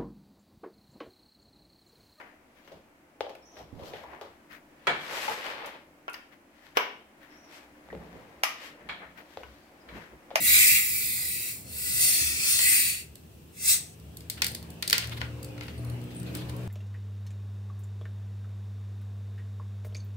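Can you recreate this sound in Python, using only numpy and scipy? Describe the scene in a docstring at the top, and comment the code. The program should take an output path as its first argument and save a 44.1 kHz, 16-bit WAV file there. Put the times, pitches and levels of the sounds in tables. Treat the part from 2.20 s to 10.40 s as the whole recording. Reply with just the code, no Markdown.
"""A small, bare office with a laminate floor, heard from a stereo microphone in the walker's hand.
Rubber slide sandals thud, roll and scuff on the boards and slap against the heel. Cables and a plastic
power strip clack on the floor and are dragged over a mat. Trousers rustle, the boards rumble under the
weight and the room rings briefly after each blow. Behind it all are a quiet fan and a few thin squeaks."""
import sys
import numpy as np
from scipy import signal
from scipy.fft import rfft, irfft, next_fast_len
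from scipy.io import wavfile
from scipy.ndimage import map_coordinates

SR = 44100
rng = np.random.default_rng(int(sys.argv[2]) if len(sys.argv) > 2 else 0)


def output_pcm(signal):
    """Save a mono or channel-first signal as 16-bit PCM at the path in sys.argv[1].

    Samples are clipped to [-1, 1] before scaling.
    """
    pcm = np.clip(np.atleast_2d(signal).T, -1, 1) * 32767
    wavfile.write(sys.argv[1], SR, np.round(pcm).astype(np.int16))


N = 361619
TIME = np.arange(N) / SR
BLOW_SAMPLES = 32768


def amp(db):
    """Decibels to gain."""
    return 10 ** (np.asarray(db) / 20)


def panned(db):
    """Channel gains that put the left microphone db above the right."""
    return amp([[db / 2], [-db / 2]])


def along(points, hz):
    """A curve of (freq_hz, value) points, read on a log frequency axis."""
    freqs, values = np.transpose(points)
    return np.interp(np.log(hz + 1), np.log(freqs), values)


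def wobble(rate):
    """A smooth random curve with rate knots a second."""
    return map_coordinates(rng.standard_normal(int(N * rate / SR) + 4), [TIME * rate])


def filtered(x, response):
    """Filter x by a gain given as a function of frequency."""
    n = x.shape[-1]
    padded = next_fast_len(n + SR // 5)
    return irfft(rfft(x, padded) * response(np.fft.rfftfreq(padded, 1 / SR)), padded)[..., :n]


def causal(gain):
    """The minimum-phase response with this magnitude."""
    cepstrum = irfft(np.log(np.maximum(gain, 1e-6)))
    half = len(cepstrum) // 2
    cepstrum[1:half] *= 2
    cepstrum[half + 1:] = 0
    return np.exp(rfft(cepstrum))


# Likeness of diffuse sound at the two microphones: freq_hz, correlation
COHERENCE = [(60, 0.9), (280, .94), (600, 0.71), (1300, -0.054), (15000, -0.0026)]
def diffuse(pair):
    """Two unrelated signals as the microphones hear a diffuse field: alike only at low frequencies."""
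    turn = lambda hz: np.arccos(np.clip(along(COHERENCE, hz), -1, 1)) / 2
    mid, side = filtered(pair, lambda hz: np.array([np.cos(turn(hz)), np.sin(turn(hz))]))
    return np.array([mid + side, mid - side])


def rush(spectrum, excitation=None):
    """Diffuse coloured sound whose mid has rms 1, from white noise unless an excitation is given."""
    source = rng.standard_normal((2, N)) if excitation is None else excitation
    pair = filtered(diffuse(source), lambda hz: amp(along(spectrum, hz)))
    return pair / np.std(pair.mean(0))


def friction(rate, spread_db, bed):
    """Tiny catches of uneven size, rate a second, on a bed of smooth noise."""
    size = amp(spread_db * np.minimum(rng.exponential(size=N), 4))
    catches = (rng.random(N) < rate / SR) * size * rng.standard_normal((2, N))
    return catches / np.sqrt(np.mean(catches ** 2) + 1e-20) + bed * rng.standard_normal((2, N))


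def strokes(peak_s, rise_s, fall_s, db, shape=1.8):
    """Gain of swells that rise 20 dB in rise_s and drop 20 dB in fall_s; their powers add."""
    t = np.linspace(0, TIME[-1], N // 64)
    since = t[:, None] - peak_s
    away = np.abs(since / np.where(since < 0, rise_s, fall_s))
    return np.interp(TIME, t, np.linalg.norm(amp(db - 20 * away ** shape), axis=1))


# Reverberation of the bare office: freq_hz, t60_s
ROOM_DECAY = [(150, 0.88), (500, 0.39), (1400, .42), (3600, 0.48), (9000, 0.28), (15000, 0.27)]
def room_tail(early_db=5, early_t60_s=0.035, gap_s=0.0026):
    """A fresh stereo room response: strong near walls and furniture, then the even decay."""
    hz, t, noise = signal.stft(rng.standard_normal((2, BLOW_SAMPLES)), SR, nperseg=256)
    decay = amp(-60 * t / along(ROOM_DECAY, hz)[:, None])
    tail = signal.istft(noise * decay, SR, nperseg=256)[1][:, :BLOW_SAMPLES]
    t = np.arange(BLOW_SAMPLES) / SR
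    near_walls = 1 + amp(early_db - 60 * t / early_t60_s)
    onset = np.clip(t / gap_s - .5, 0, 1)
    return diffuse(tail * near_walls * onset)


def blows(table, spectrum, modes, rise_s, fall_s, crackle_db, ring_q, left_lag_ms, pan_db):
    """Each blow is a push inside a brief contact crackle, coloured by the struck body, then the room."""
    out, lead = np.zeros((2, N + 2 * BLOW_SAMPLES)), SR // 100
    t, hz = (np.arange(BLOW_SAMPLES) - lead) / SR, np.fft.rfftfreq(BLOW_SAMPLES, 1 / SR)
    push = 1. * (t == 0)
    sized = lambda x: x / np.sqrt(np.sum(x ** 2) / 2 / lead)  # rms 1 if packed into 10 ms
    peak = lambda centre, width, db: (amp(db) - 1) / (1 + (2 * (hz - centre) / width) ** 2)
    colour = amp(along(spectrum, hz)) * (1 + sum(peak(*mode) for mode in modes))
    mic_delays = np.exp(-1j * np.pi * hz * np.array([[left_lag_ms], [-left_lag_ms]]) / 1000)
    closing = np.exp(np.minimum(t / rise_s, -t / fall_s))
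    for start_s, level_db, room_db, bass_db, treble_db, ring_hz, ring_db in table:
        # where and how hard it lands tilts the colour and reshapes one resonance
        tilt_db = bass_db / (1 + (hz / 350) ** 2) + treble_db * hz ** 2 / (hz ** 2 + 4000 ** 2)
        body = causal(colour * amp(tilt_db) * (0.5 + peak(ring_hz, ring_hz / ring_q, ring_db)))
        crackle = diffuse(rng.standard_normal((2, BLOW_SAMPLES))) * closing
        contact = push + amp(crackle_db) * crackle / np.linalg.norm(crackle[0])
        direct = sized(irfft(rfft(contact) * body * mic_delays))
        echo = sized(irfft(rfft(room_tail()) * rfft(push) * body))
        first = round(start_s * SR) - lead
        out[:, first:first + BLOW_SAMPLES] += amp(level_db) * (direct + amp(room_db) * echo)
    return out[:, :N] * panned(pan_db)


# The fan's broad hum and hiss, and its narrow drone: freq_hz, gain_db
FAN_SPECTRUM = [(12, -43), (20, 2), (37, -60), (60, -1.5), (120, -16.5), (150, -3), (172, -11), (204, -3.5),
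                (301, -0.5), (410, -10), (558, -5), (1030, -11), (2320, -14), (3630, -26), (16000, -31)]
FAN_DRONE_SPECTRUM = [(200, -64), (275, -36), (298, 9), (320, -18), (350, 0), (385, -11), (500, -51)]
# The fan at the microphone: time_s, level_db
FAN_LEVEL = [(0, -61.5), (1, -61.5), (2.5, -59), (3.8, -59.5), (4.3, -61), (5.5, -58), (7.4, -58.5),
             (8.2, -56)]
def fan():
    """Room tone: a fan hums and hisses, and its drone drifts a little in strength."""
    level = amp(np.interp(TIME, *np.transpose(FAN_LEVEL)))
    drone = amp(-7.5 + 0.6 * wobble(2.93)) * rush(FAN_DRONE_SPECTRUM)
    return level * (rush(FAN_SPECTRUM) * panned(1.0) + drone)


# Faint squeaks in the background: start_s, length_s, pitch_hz, level_db
SQUEAKS = [(1.213, 0.2, 5350, -61), (5.095, 0.19, 5340, -62), (7.363, 0.105, 4390, -70),
           (7.593, 0.028, 4800, -65)]
def squeaks(pitch_rise=0.083, waver=0.04, stutter_db=4, edge_s=0.0067):
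    """Thin raspy squeaks that arch in pitch and stutter, smeared by the room."""
    tones = 0
    for start_s, length_s, pitch_hz, level_db in SQUEAKS:
        arch = np.sin(np.pi * np.clip((TIME - start_s) / length_s, 0, 1))
        hz = pitch_hz * (1 + pitch_rise * arch) * (1 + waver * wobble(600))
        gate = np.clip(np.minimum(TIME - start_s, start_s + length_s - TIME) / edge_s, 0, 1)
        level = gate * amp(level_db + stutter_db * wobble(71))
        tones = tones + level * np.sin(2 * np.pi * np.cumsum(hz) / SR)
    tail = room_tail()
    return signal.fftconvolve(tones[None], tail / np.linalg.norm(tail[0]), axes=1)[:, :N]


# The boards take the weight: peak_s, fall_s, boom_db, rumble_db
LOADS = [(.55, 0.092, -69, -58), (1.44, 0.22, -51.5, -60.5), (1.76, 1, -67, -65),
         (5.75, 0.25, -50.5, -45.5), (5.96, 0.25, -53.5, -55), (6.67, 0.47, -62, -54),
         (7.285, 0.15, -54.5, -74), (7.76, 0.11, -48.5, -46), (7.94, 0.091, -61, -58.5)]
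# The heel bumps the floor: start_s, level_db, room_db, bass_db, treble_db, ring_hz, ring_db
BUMPS = [(1.528, -46, 4.5, -11, 0, 159, 1.9), (1.556, -53.5, -3, 5, 0, 250, 2.4),
         (1.621, -50, -6, 3, 0.0043, 80, 3.6), (5.731, -61, -13, 8, 0, 64.7, 8),
         (7.254, -57, -10, 6, 0, 56.4, 11)]
# The floor's low voices: freq_hz, gain_db
BUMP_SPECTRUM = [(20, -1), (45, -13.5), (75, 5.5), (170, 0), (300, -7.5), (450, -13), (1000, -45),
                 (4000, -69)]
BOOM_SPECTRUM = [(20, -40), (40, -36), (56, -1.5), (68, 4), (84, -27), (110, -3), (150, -46), (300, -80)]
RUMBLE_SPECTRUM = [(60, -38), (115, -46), (160, -0.5), (280, -12.5), (360, -10.5), (700, -51)]
def boards(rise_s=0.086):
    """Below the microphone the floating floor bumps, booms and rumbles as weight shifts onto it."""
    peak_s, fall_s, *levels = np.transpose(LOADS)
    boom, rumble = [strokes(peak_s, rise_s, fall_s, db, shape=1.08) for db in levels]
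    bumps = blows(BUMPS, BUMP_SPECTRUM, [], rise_s=0.0019, fall_s=0.0011,
                  crackle_db=-22, ring_q=2.8, left_lag_ms=0, pan_db=-13)
    return bumps + boom * rush(BOOM_SPECTRUM) + rumble * rush(RUMBLE_SPECTRUM) * panned(-1.8)


# Trouser legs brush past each other: peak_s, rise_s, fall_s, cloth_db, swish_db
BRUSHES = [(0, .05, 0.16, -50, -66.5), (.48, 0.2, 0.16, -70.5, -68), (1.39, 0.094, 0.12, -65, -63),
           (1.68, 0.13, 0.13, -61.5, -56), (1.77, .08, 0.19, -54, -60.5), (1.94, 0.31, 0.27, -56.5, -73),
           (4.47, 0.2, 0.14, -61.5, -66), (5.14, 0.22, 0.22, -61, -70.5), (5.94, 0.73, 0.95, -62, -69.5),
           (6.61, .08, 0.3, -59.5, -76), (6.83, 0.036, 0.095, -49.5, -92), (7.15, 0.33, 0.75, -64.5, -65),
           (7.78, 0.14, 0.18, -51, -61.5)]
# The fabric's rustle and swish: freq_hz, gain_db
CLOTH_SPECTRUM = [(500, -50), (900, -1.5), (1250, -1.5), (1900, 3.5), (2600, -5.5), (3300, -19),
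                  (5000, -71)]
SWISH_SPECTRUM = [(1800, -24), (3000, 1), (4200, -0.5), (5500, -5), (7500, -11.5), (10000, -17.5),
                  (13000, -8.5), (16000, -20)]
def trousers():
    """Close by, to the left, threads catch on threads: a soft rustle with a bright swish above it."""
    peak_s, rise_s, fall_s, *levels = np.transpose(BRUSHES)
    cloth, swish = [strokes(peak_s, rise_s, fall_s, db, shape=1.01) for db in levels]
    threads = friction(rate=1600, spread_db=2.0, bed=1.15) * amp(0.84 * wobble(30))
    return (cloth * rush(CLOTH_SPECTRUM, threads) + swish * rush(SWISH_SPECTRUM, threads)) * panned(7.1)


# Brief scuffs, left of centre: peak_s, rise_s, fall_s, level_db
SCUFFS = [(.38, .03, 0.086, -64.5), (2.327, 0.033, 0.076, -50), (4.128, 0.022, 0.047, -59),
          (4.568, 0.016, 0.0096, -41), (5.035, 0.041, 0.058, -58.5), (6.985, .028, 0.057, -51.5)]
# Rubber brushing laminate: freq_hz, gain_db
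SCUFF_SPECTRUM = [(400, -10), (900, -9.5), (1400, -2), (1900, 1.5), (2400, -3.5), (3300, -11.5),
                  (5000, -18.5), (8600, -29), (15000, -21)]
def sole_scuffs():
    """The edge of a sole brushes the floor as it lifts or comes down."""
    rub = rush(SCUFF_SPECTRUM, friction(rate=3000, spread_db=1.5, bed=0.84))
    return strokes(*np.transpose(SCUFFS)) * rub * panned(7.7)


# A sole rolls underfoot: peak_s, rise_s, fall_s, level_db, resonance_hz
ROLLS = [(0, .05, 0.15, -47.5, 780), (.54, 0.12, 0.097, -53, 560), (1.1, 0.1, 0.17, -47, 646),
         (1.41, 0.091, 0.075, -46, 686), (1.63, 0.11, 0.3, -45, 495), (1.74, 0.29, 0.11, -47.5, 550),
         (1.94, 0.17, 0.16, -46.5, 860), (2.06, 0.078, 0.041, -52, 620), (5.27, 0.9, 1, -63.5, 650),
         (5.81, 0.073, 0.22, -48.5, 500), (5.96, 0.26, 0.67, -51.5, 516), (6.62, 0.39, 0.24, -56, 596),
         (6.83, .05, 0.072, -48, 694), (6.99, 0.016, 0.17, -53.5, 795), (7.78, 0.31, 0.16, -49, 510),
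         (7.939, 0.065, 0.04, -52, 495)]
# Rolling rubber: freq_hz, gain_db
SOLE_SPECTRUM = [(150, -19), (300, -5.5), (500, -4.5), (1000, -5.5), (1400, -13), (2200, -53)]
# Sole resonances to crossfade between: centre_hz
SOLE_BANDS = [470, 700, 1080]
def sole_rolls(resonance_q=2.5, lift_db=9):
    """Rubber rolls on the boards; the sole's resonance shifts with its contact patch."""
    peak_s, rise_s, fall_s, level_db, resonance_hz = np.transpose(ROLLS)
    rub = rush(SOLE_SPECTRUM, friction(rate=600, spread_db=4.0, bed=3.7))
    glide_hz = np.interp(TIME, peak_s, resonance_hz)
    sole = 0
    for centre_hz, share in zip(SOLE_BANDS, np.eye(len(SOLE_BANDS))):
        resonance = lambda hz: 1 + (amp(lift_db) - 1) / (1 + (2 * resonance_q * (hz / centre_hz - 1)) ** 2)
        band = filtered(rub, resonance)
        sole = sole + np.interp(glide_hz, SOLE_BANDS, share) * band / np.std(band.mean(0))
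    return strokes(peak_s, rise_s, fall_s, level_db, shape=0.74) * sole * panned(0.38)


# Pulls on the cable and power strip: peak_s, rise_s, fall_s, scrape_db, drone_db, hiss_db
PULLS = [(2.95, 0.087, 0.11, -46, -42, -51), (3.08, 0.38, 0.21, -40, -43, -47.5),
         (3.27, 0.13, 0.17, -42.5, -45, -58), (3.45, 0.43, 0.19, -47.5, -46.5, -76),
         (5.35, 0.095, 0.15, -56.5, -59, -62.5), (6.45, 0.11, .12, -49.5, -56.5, -59)]
# The case's drone, the cable's scrape and hiss: freq_hz, gain_db
CASE_SPECTRUM = [(100, -20), (250, -10), (400, -1.5), (520, 3), (720, -0.5), (870, 2.5), (1150, -4),
                 (1500, -9), (2500, -57)]
SCRAPE_SPECTRUM = [(700, -48), (1100, -5), (1400, -5), (1800, 1.5), (2150, 1), (3000, -3), (4000, -9.5),
                   (5000, -15.5), (7000, -36.5)]
HISS_SPECTRUM = [(2650, -20), (4500, -4.5), (5190, -3), (8290, -6.5), (9260, -14.5), (10200, -9.5),
                 (13900, -9), (16000, -25)]
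def dragging(hiss_share=0.79):
    """Over the textured mat the case drones; the cable scrapes, and hisses where a pull is fastest."""
    peak_s, rise_s, fall_s, scrape_db, drone_db, hiss_db = np.transpose(PULLS)
    scrape, drone = [strokes(peak_s, rise_s, fall_s, db, shape=1.66) for db in (scrape_db, drone_db)]
    hiss = strokes(peak_s, hiss_share * rise_s, hiss_share * fall_s, hiss_db, shape=1.62)
    catches = friction(rate=1800, spread_db=-2.5, bed=1.56) * amp(0.74 * wobble(45))
    case = drone * amp(2.3 * wobble(35)) * rush(CASE_SPECTRUM, catches)
    cable = scrape * rush(SCRAPE_SPECTRUM, catches) + hiss * rush(HISS_SPECTRUM, catches)
    return case * panned(0.51) + cable * panned(4.8)


# Light cable hits: start_s, level_db, room_db, bass_db, treble_db, ring_hz, ring_db
TICKS = [(1.152, -52, -4, -10, -9, 2450, 8), (3.4605, -50, 2, 0, 13, 6600, 2.5),
         (3.898, -54, -2, 10, 7, 9200, 5.8), (3.933, -50, -1, 5, 1, 5500, 3),
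         (3.943, -44.5, -9, 9, -13, 4900, 18), (5.702, -47.5, -0.5, 0, -39, 1890, 11),
         (7.3338, -72, -31, 31, -20, 700, 12)]
# Their bright colour: freq_hz, gain_db
TICK_SPECTRUM = [(100, -35), (700, -10), (1600, 5), (3000, -4), (5500, -4.5), (8000, -9), (13000, -6),
                 (16000, -14)]
def cable_ticks():
    """Cables strike with small sharp ticks, nearly all contact crackle."""
    return blows(TICKS, TICK_SPECTRUM, [], rise_s=0.00063, fall_s=0.0028,
                 crackle_db=26, ring_q=8.6, left_lag_ms=0.24, pan_db=4.0)


# Knocks further off: start_s, level_db, room_db, bass_db, treble_db, ring_hz, ring_db
KNOCKS = [(2.6708, -24.5, 5, 12, 13.5, 1360, 6.1), (2.6748, -26, 7.5, 11.5, -5.5, 1490, 2.7),
          (6.6895, -41, 1, 3, 10, 4250, 3.6), (6.6950, -35.5, 5, -24, -7, 4030, 3.1),
          (6.8180, -51, 6, 7, -38, 1310, 3.4), (7.6885, -49, 4, -10, -3, 3970, 4.5)]
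# Their hollow colour: freq_hz, gain_db
KNOCK_SPECTRUM = [(60, -29), (150, -22.5), (230, -14.5), (430, -2), (850, 5), (1400, -1.5), (2200, 0),
                  (3400, -5.5), (4200, -9.5), (5800, -23), (7500, -27.5), (10000, -33.5), (15000, -40)]
# Resonances of the struck things: centre_hz, width_hz, lift_db
KNOCK_MODES = [(152, 10.6, 14), (700, 14, 2.9), (1000, 35, 3.6), (1287, 35, 5.7), (1437, 78, 5.3),
               (1740, 150, 9.6), (2278, 100, 12.3), (3060, 29, 2), (3290, 120, 10.2), (4080, 25, 7.6),
               (4800, 45, 4.5), (6900, 200, 9.8), (8500, 160, 12)]
def hollow_knocks():
    """Hard plastic knocks on floor and furniture; the microphone gets more room than direct sound."""
    return blows(KNOCKS, KNOCK_SPECTRUM, KNOCK_MODES, rise_s=0.0007, fall_s=0.0046,
                 crackle_db=3.5, ring_q=6.6, left_lag_ms=0.066, pan_db=1.5)


# Plastic lands: start_s, level_db, room_db, bass_db, treble_db, ring_hz, ring_db
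CLACKS = [(.4765, -54.5, 4, 4, 13, 1500, 2), (3.0802, -29.5, -0.5, -31, -14, 860, 15),
          (3.118, -38, 0, -24, -12, 880, 7.5), (3.8812, -34, -1, -1, -3, 1410, 18),
          (3.8875, -40.5, 1.5, -9, -6, 2620, 12), (3.9410, -42.5, 3, -37, 16, 1780, 6.1),
          (4.5712, -18, 0.5, -1.5, 10.5, 1000, 2.4), (4.5752, -27.5, -22, -1, 15, 437, 4.1),
          (7.2335, -44, -2.5, -6, -5, 1500, 3.4)]
# Plastic on laminate: freq_hz, gain_db
CLACK_SPECTRUM = [(60, -45), (150, -23), (230, -10), (420, 5.5), (800, 6), (1400, 4.5), (2200, 1.5),
                  (3100, -3.5), (4200, -17), (5800, -17), (7000, -30), (10000, -33.5), (14500, -28.5)]
# Its resonances: centre_hz, width_hz, lift_db
CLACK_MODES = [(840, 17, 2), (984, 35, 7), (1032, 72, -6), (1096, 100, 4), (1500, 14, 8), (2150, 24, 4),
               (2274, 45, 8), (2870, 62, 7.5), (3100, 11, 8), (5450, 320, 5), (13300, 900, 8)]
def plastic_clacks():
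    """The power strip and plugs hit the floor and ring briefly."""
    return blows(CLACKS, CLACK_SPECTRUM, CLACK_MODES, rise_s=0.00037, fall_s=0.0015,
                 crackle_db=14.5, ring_q=13.6, left_lag_ms=0.38, pan_db=2.5)


# Footfalls below the microphone: start_s, level_db, room_db, bass_db, treble_db, ring_hz, ring_db
THUDS = [(.5173, -51, 7.5, 25.5, 18, 597, 4), (1.0078, -28, -2, -1.5, -2.5, 607, 2),
         (1.0668, -40, -5, -2, -3, 750, 12), (1.095, -48, 5, -1, 10, 600, 3.5),
         (1.3694, -49.5, 4.5, -1, -4, 810, -4), (1.594, -51, 7, 4, 0, 557, 4),
         (1.7356, -41, 5, -8, -15, 1120, -10.5), (1.8385, -48, 6, -18, -8, 1050, 32),
         (2.0128, -44.5, 7.5, 14, 15, 1220, 8), (5.6876, -52, -2, -13, -30, 850, 1),
         (5.7285, -39.5, 3, 14, -18, 420, 5.5), (5.751, -40.5, -16, 4, -16, 490, 5),
         (5.8018, -55, -7, 12, -26, 500, 1), (7.1728, -37.5, -2.5, 12, -5, 513, 0.5),
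         (8.1055, -47, 6.5, -12, -15, 650, 0), (8.1136, -41, -14, 2, -14, 630, 10)]
# Rubber landing on laminate: freq_hz, gain_db
THUD_SPECTRUM = [(40, -33), (90, -16), (200, -46), (330, -9.5), (550, 2), (900, -9.5), (1300, -13),
                 (3400, -15), (5000, -22.5), (8500, -38), (15000, -40)]
# Resonances of sole and floor: centre_hz, width_hz, lift_db
THUD_MODES = [(350, 24, 1.7), (442, 17, 3.4), (543, 17, 4.2), (848, 120, 6.3), (3300, 380, 0.77)]
def sole_thuds():
    """A rubber sole lands on the boards with a dull push and little crackle."""
    return blows(THUDS, THUD_SPECTRUM, THUD_MODES, rise_s=0.00045, fall_s=0.0019,
                 crackle_db=-4.5, ring_q=2.6, left_lag_ms=-0.065, pan_db=2.6)


# Close, loud smacks: start_s, level_db, room_db, bass_db, treble_db, ring_hz, ring_db
SLAPS = [(6.2358, -19.5, -1.4, -12, 1.2, 1200, 3.8), (8.1576, -17.5, -3.3, -6, -1.3, 607, 7.9)]
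# Rubber against the heel: freq_hz, gain_db
SLAP_SPECTRUM = [(60, -30.5), (200, -51), (400, -24.5), (650, -3.5), (850, -6.5), (1500, -9), (2000, -2),
                 (2850, -4.5), (3800, -13.5), (6100, -10), (7500, -20.5), (12000, -15), (16000, -32)]
# Resonances of the smack: centre_hz, width_hz, lift_db
SLAP_MODES = [(850, 66, 3.2), (1190, 210, 6), (1900, 120, 2.6), (2360, 170, 4.6), (2845, 89, 5.6),
              (3110, 32, 3.6), (5040, 270, 5.4), (6180, 68, 3.3), (11650, 600, 2.3), (14800, 790, 9.9)]
def heel_slaps():
    """The sandal smacks brightly against the heel."""
    return blows(SLAPS, SLAP_SPECTRUM, SLAP_MODES, rise_s=0.0011, fall_s=0.0034,
                 crackle_db=-10, ring_q=2.8, left_lag_ms=0.291, pan_db=2.5)


def scene():
    """Everything in the office as it reaches the stereo microphone."""
    steps = sole_thuds() + heel_slaps()
    plastic = plastic_clacks() + hollow_knocks() + cable_ticks() + dragging()
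    movement = sole_scuffs() + sole_rolls() + trousers() + boards()
    return steps + plastic + movement + squeaks() + fan()


def record(dry, peak_limit=0.7, top_hz=16100):
    """The hand-held recorder rounds off the highest peaks and cuts the treble above its band limit."""
    rounded = dry / (1 + (dry / peak_limit) ** 4) ** (1 / 4)
    lowpass = signal.ellip(10, .2, 80, top_hz, fs=SR, output="sos")
    return signal.sosfilt(lowpass, rounded)


dry = scene()
out = record(dry)
output_pcm(out)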